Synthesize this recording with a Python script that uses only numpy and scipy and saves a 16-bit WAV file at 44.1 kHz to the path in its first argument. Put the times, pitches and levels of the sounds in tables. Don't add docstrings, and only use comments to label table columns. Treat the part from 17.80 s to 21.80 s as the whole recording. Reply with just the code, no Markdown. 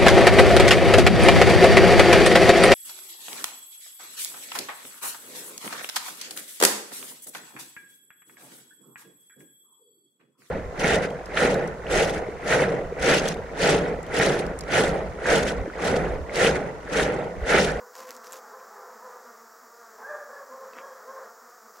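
import sys
import numpy as np
from scipy import signal
from scipy.fft import rfft, irfft
from scipy.io import wavfile

SR = 44100
rng = np.random.default_rng(int(sys.argv[2]) if len(sys.argv) > 2 else 0)


def put_to_file(sound):
    columns = np.atleast_2d(sound).T
    safe = np.clip(columns, -1, 1)
    whole_steps = np.round(safe * 32767)
    wavfile.write(sys.argv[1], SR, whole_steps.astype(np.int16))


N = 176400

WING_HZ = 230.7
def wingbeat(hz, size=2048, harmonics=36):
    stroke = irfft(np.r_[0, np.exp(2j * np.pi * rng.random(size=harmonics))], size)
    return stroke[(np.cumsum(hz) / SR * size).astype(int) % size]


# freq_hz, gain_db
SWARM_EQ = [(120, -41.5), (210, -14), (300, -36), (370, -10), (460, -3.5), (700, -4), (950, -5),
            (1250, 1.5), (1550, -5.5), (1850, -9.5), (2200, -21), (2800, -31.5), (4000, -27), (7000, -22),
            (12000, -40.5)]
# time_s, gain_db
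SWARM_SWELL = [(0, 0.5), (.6, 2), (1.3, 1.5), (1.7, -0.5), (2.1, 0.5), (2.7, 2), (3.4, 1.5), (3.7, 0),
               (4, 1)]
def swarm(t, bees=28, level_db=-51, swerve_db=6):
    drone = np.zeros(N)
    for rank in (np.arange(bees) + .5) / bees:
        detune = np.log(rank / (1 - rank)) * np.sqrt(3) / np.pi
        hz = WING_HZ * (1 + .06 * detune + .06 * wander(7) + .012 * wander(25))
        drone += wingbeat(hz) * undb(swerve_db * np.clip(wander(7), -2, 2))
    swell_db = np.interp(t, *np.array(SWARM_SWELL).T)
    return unit(eq(drone, SWARM_EQ)) * undb(level_db + swell_db)


# freq_hz, gain_db
CLOSE_EQ = [(150, -14), (240, 3), (470, -19), (720, -21), (1000, 9.5), (1280, -11), (1700, -9), (2200, -17),
            (3000, -27.5), (8000, -25)]
# closest_s, pitch_hz, level_db, pass_s (time to fly its own closest distance)
FLYBYS = [(0.018, 224.6, -53.5, 0.0095), (.22, 215, -60, 0.029), (0.365, 238.2, -57.5, 0.037),
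          (0.68, 239.4, -63, 0.044), (1.159, 225, -54.5, 0.014), (1.259, 229.4, -61.5, 0.017),
          (1.481, 230.5, -56, 0.032), (1.615, 222.8, -57.5, 0.05), (1.84, 236, -58.5, 0.022),
          (2.2, 238.5, -62.5, 0.027), (2.504, 228, -62.5, .022), (2.721, 246, -54, 0.023),
          (2.981, 241.5, -55, 0.028), (3.289, 238, -56.5, 0.019), (3.636, 243.7, -61, 0.027),
          (3.859, 228.8, -58, 0.02)]
def close_bees(t, doppler=.025):
    buzz = np.zeros(N)
    flutter = .042 * wander(35)
    for closest, hz, db, pass_s in FLYBYS:
        along = (t - closest) / pass_s
        distance_squared = 1 + along ** 2
        bend = doppler * along / np.sqrt(distance_squared)
        buzz += undb(db) * wingbeat(hz * (1 + flutter - bend)) / distance_squared
    steady_bee = eq(wingbeat(np.full(N, WING_HZ)), CLOSE_EQ)
    return eq(buzz, CLOSE_EQ) / np.std(steady_bee)


# freq_hz, gain_db
THROAT_EQ = [(200, -50), (340, -12.5), (440, 4.5), (520, -4.5), (640, -2.5), (900, 3.5), (1250, -5),
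             (1700, -6), (2200, -22), (3500, -46.5)]
# start_s, length_s, level_db
BARKS = [(2.171, 0.082, -42.5), (3.347, 0.084, -49.5)]
# start_s, length_s, pitch_hz, level_db, second_harmonic_db, third_harmonic_db, rasp_db
YELPS = [(-.06, 0.13, 503, -47, -7, -6, -7), (.14, 0.091, 525, -46.5, 0, -8, -10),
         (.24, 0.0795, 520.5, -46, -12, -14, -17), (.45, 0.13, 528.3, -48.5, -1, -13, -3.5),
         (0.607, 0.13, 429.5, -49.5, 6, 4.5, -6), (.71, 0.098, 519.3, -46.5, 4, -8, -12),
         (0.875, 0.13, 422.3, -49, 4.5, 5.5, -3), (.93, 0.21, 513, -49.5, -0.5, -30, -3.5),
         (1.19, 0.14, 512.6, -45.5, 3.5, -16, -6.5), (1.33, 0.073, 507, -48.5, -13, -18, -1.5),
         (2.227, 0.11, 569.5, -37.5, 0, 29, -20), (2.257, 0.125, 606.3, -36.5, -8.5, -11, -9),
         (2.478, 0.16, 567.3, -43, -3.5, -3, -7), (2.684, 0.19, 544.8, -43, -2.5, -31, -11),
         (2.961, 0.18, 553.7, -43, -2, -8, -8), (3.254, 0.16, 547.6, -41, 0, -10.5, -10.5)]
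def dog(t, pitch_arch=.13):
    rasp = noise(THROAT_EQ)
    jitter = 1 + .016 * wander(130)
    shimmer = 1 + .35 * wander(110)
    voice = rasp * swells(t, BARKS)
    for start, length, hz, db, second_db, third_db, rasp_db in YELPS:
        effort = arch(t, start, length)
        on = effort > 0
        pitch = hz * jitter[on] * (1 - pitch_arch * (1 - effort[on]))
        phase = 2 * np.pi * np.cumsum(pitch) / SR
        harmonics_db = {1: 0, 2: second_db, 3: third_db, 4: -36, 6: -39.5}
        tone = sum(undb(gain_db) * np.sin(k * phase) for k, gain_db in harmonics_db.items())
        yelp = unit(shimmer[on] * tone) + undb(rasp_db) * rasp[on]
        voice[on] += undb(db) * np.sqrt(effort[on]) * yelp
    return voice


def wall_echo(x, t, build_s=.011, t60_s=.57, direct_db=-1):
    tail = rng.standard_normal(N) * (1 - np.exp(-t / build_s)) * decay(t, t60_s)
    wet = signal.fftconvolve(x, tail / np.linalg.norm(tail))[:N]
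    return (wet + undb(direct_db) * x) / np.hypot(1, undb(direct_db))


# freq_hz, gain_db
SKIN_EQ = [(100, -40), (300, 9.5), (1000, 19.5), (2300, 6.5), (3500, 4), (5500, 10.5), (7200, 8.5),
           (9500, -1.5), (12000, 5), (15500, -1.5)]
# start_s, length_s, level_db
RUBS = [(0.13, 0.12, -47), (0.223, 0.13, -51.5), (0.329, 0.057, -53), (0.429, 0.076, -47.5),
        (0.48, 0.13, -48.5), (3.93, 0.1, -58)]
def finger_rubs(t, grain=.55):
    return noise(SKIN_EQ) * unit(np.exp(grain * wander(400))) * swells(t, RUBS)


# freq_hz, gain_db
TICK_EQ = [(100, -33), (500, -11), (2000, -10), (3500, -3), (5500, 2.5), (7200, 10.5), (9500, -8.5),
           (12000, 1.5), (15500, -4)]
# start_s, level_db
TICKS = [(.165, -29), (.208, -37), (.292, -25), (.3068, -18), (.3082, -20), (0.366, -27), (0.5225, -20.5),
         (0.529, -18), (0.5335, -20), (0.5675, -24.5)]
def finger_ticks(t, decay_s=.0005):
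    snap = np.exp(-t / decay_s)
    envelope = signal.fftconvolve(impulses(TICKS), snap / np.linalg.norm(snap))[:N]
    return eq(rng.standard_normal(N) * envelope, TICK_EQ)


# freq_hz, gain_db
BODY_EQ = [(50, -12), (130, -17), (250, 3.5), (600, -6.5), (1100, 4), (2200, 1), (3200, -9.5), (4200, -30),
           (8000, -62)]
# freq_hz, gain_db, t60_s
CASE_MODES = [(2480, -4, 0.078), (2600, 1, .05), (3225, -20, 0.93), (3260, -18.5, 1), (3800, -5, .035),
              (4540, -3, 0.022)]
# start_s, knock_db, ring_db
TAPS = [(2.9338, -18, -51.5), (2.9866, -8.5, -55)]
# start_s, length_s, level_db
SCUFFS = [(0.184, 0.084, -53), (0.273, 0.054, -48), (0.79, 0.022, -57.5), (2.942, 0.083, -48.5)]
def taps_and_scuffs(t):
    knocks = eq(impulses([(at, db) for at, db, _ in TAPS]), BODY_EQ)
    modes = sum(undb(db) * np.sin(2 * np.pi * hz * t) * decay(t, t60) for hz, db, t60 in CASE_MODES)
    ring = signal.fftconvolve(impulses([(at, db) for at, _, db in TAPS]), modes)[:N]
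    return knocks + ring + noise(BODY_EQ) * swells(t, SCUFFS)


# freq_hz, gain_db
HISS_EQ = [(30, 5), (70, -27), (130, -13.5), (400, 3.5), (2800, -32), (4100, -13), (4900, -1), (5700, 2),
           (6300, -2), (7100, 1.5), (8300, -9), (9700, -14), (11700, -6), (13000, -7), (15500, -2.5)]
def hiss(level_db=-57):
    return undb(level_db) * noise(HISS_EQ)


def undb(db):
    return 10 ** (np.asarray(db) / 20)


def unit(x):
    return x / np.sqrt(np.mean(x ** 2) + 1e-20)


def eq(x, curve):
    hz, db = np.array(curve, float).T
    bins_hz = np.arange(N + 1) * SR / (2 * N)
    log_gain = np.log(undb(np.interp(np.log(bins_hz + 1), np.log(hz), db)))
    cepstrum = irfft(log_gain)
    cepstrum[1:N] *= 2
    cepstrum[N + 1:] = 0
    return irfft(rfft(x, 2 * N) * np.exp(rfft(cepstrum)))[:N]


def noise(curve):
    return unit(eq(rng.standard_normal(N), curve))


def wander(rate_hz):
    knots = rng.standard_normal(2048)
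    at = np.arange(N) * (rate_hz / SR) + rng.random()
    k = at.astype(int)
    part = at - k
    return knots[k] + np.diff(knots)[k] * part * part * (3 - 2 * part)


def decay(t, t60_s):
    return np.exp(-np.log(1000) * t / t60_s)


def arch(t, start, length):
    progress = np.clip((t - start) / length, 0, 1)
    return 4 * progress * (1 - progress)


def swells(t, rows):
    return sum(undb(db) * arch(t, start, length) for start, length, db in rows)


def impulses(rows):
    hits = np.zeros(N)
    for at, db in rows:
        hits[int(at * SR)] = undb(db)
    return hits


def scene():
    t = np.arange(N) / SR
    bees = swarm(t) + close_bees(t)
    far_dog = wall_echo(dog(t), t)
    handling = finger_rubs(t) + finger_ticks(t) + taps_and_scuffs(t)
    mono = bees + far_dog + handling + hiss()
    return np.array([mono, mono])


def record(dry):
    low_cut = signal.butter(2, 134, "high", fs=SR, output="sos")
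    high_cut = signal.ellip(10, .2, 70, 15900, fs=SR, output="sos")
    return signal.sosfilt(high_cut, signal.sosfilt(low_cut, dry))


dry = scene()
out = record(dry)
put_to_file(out)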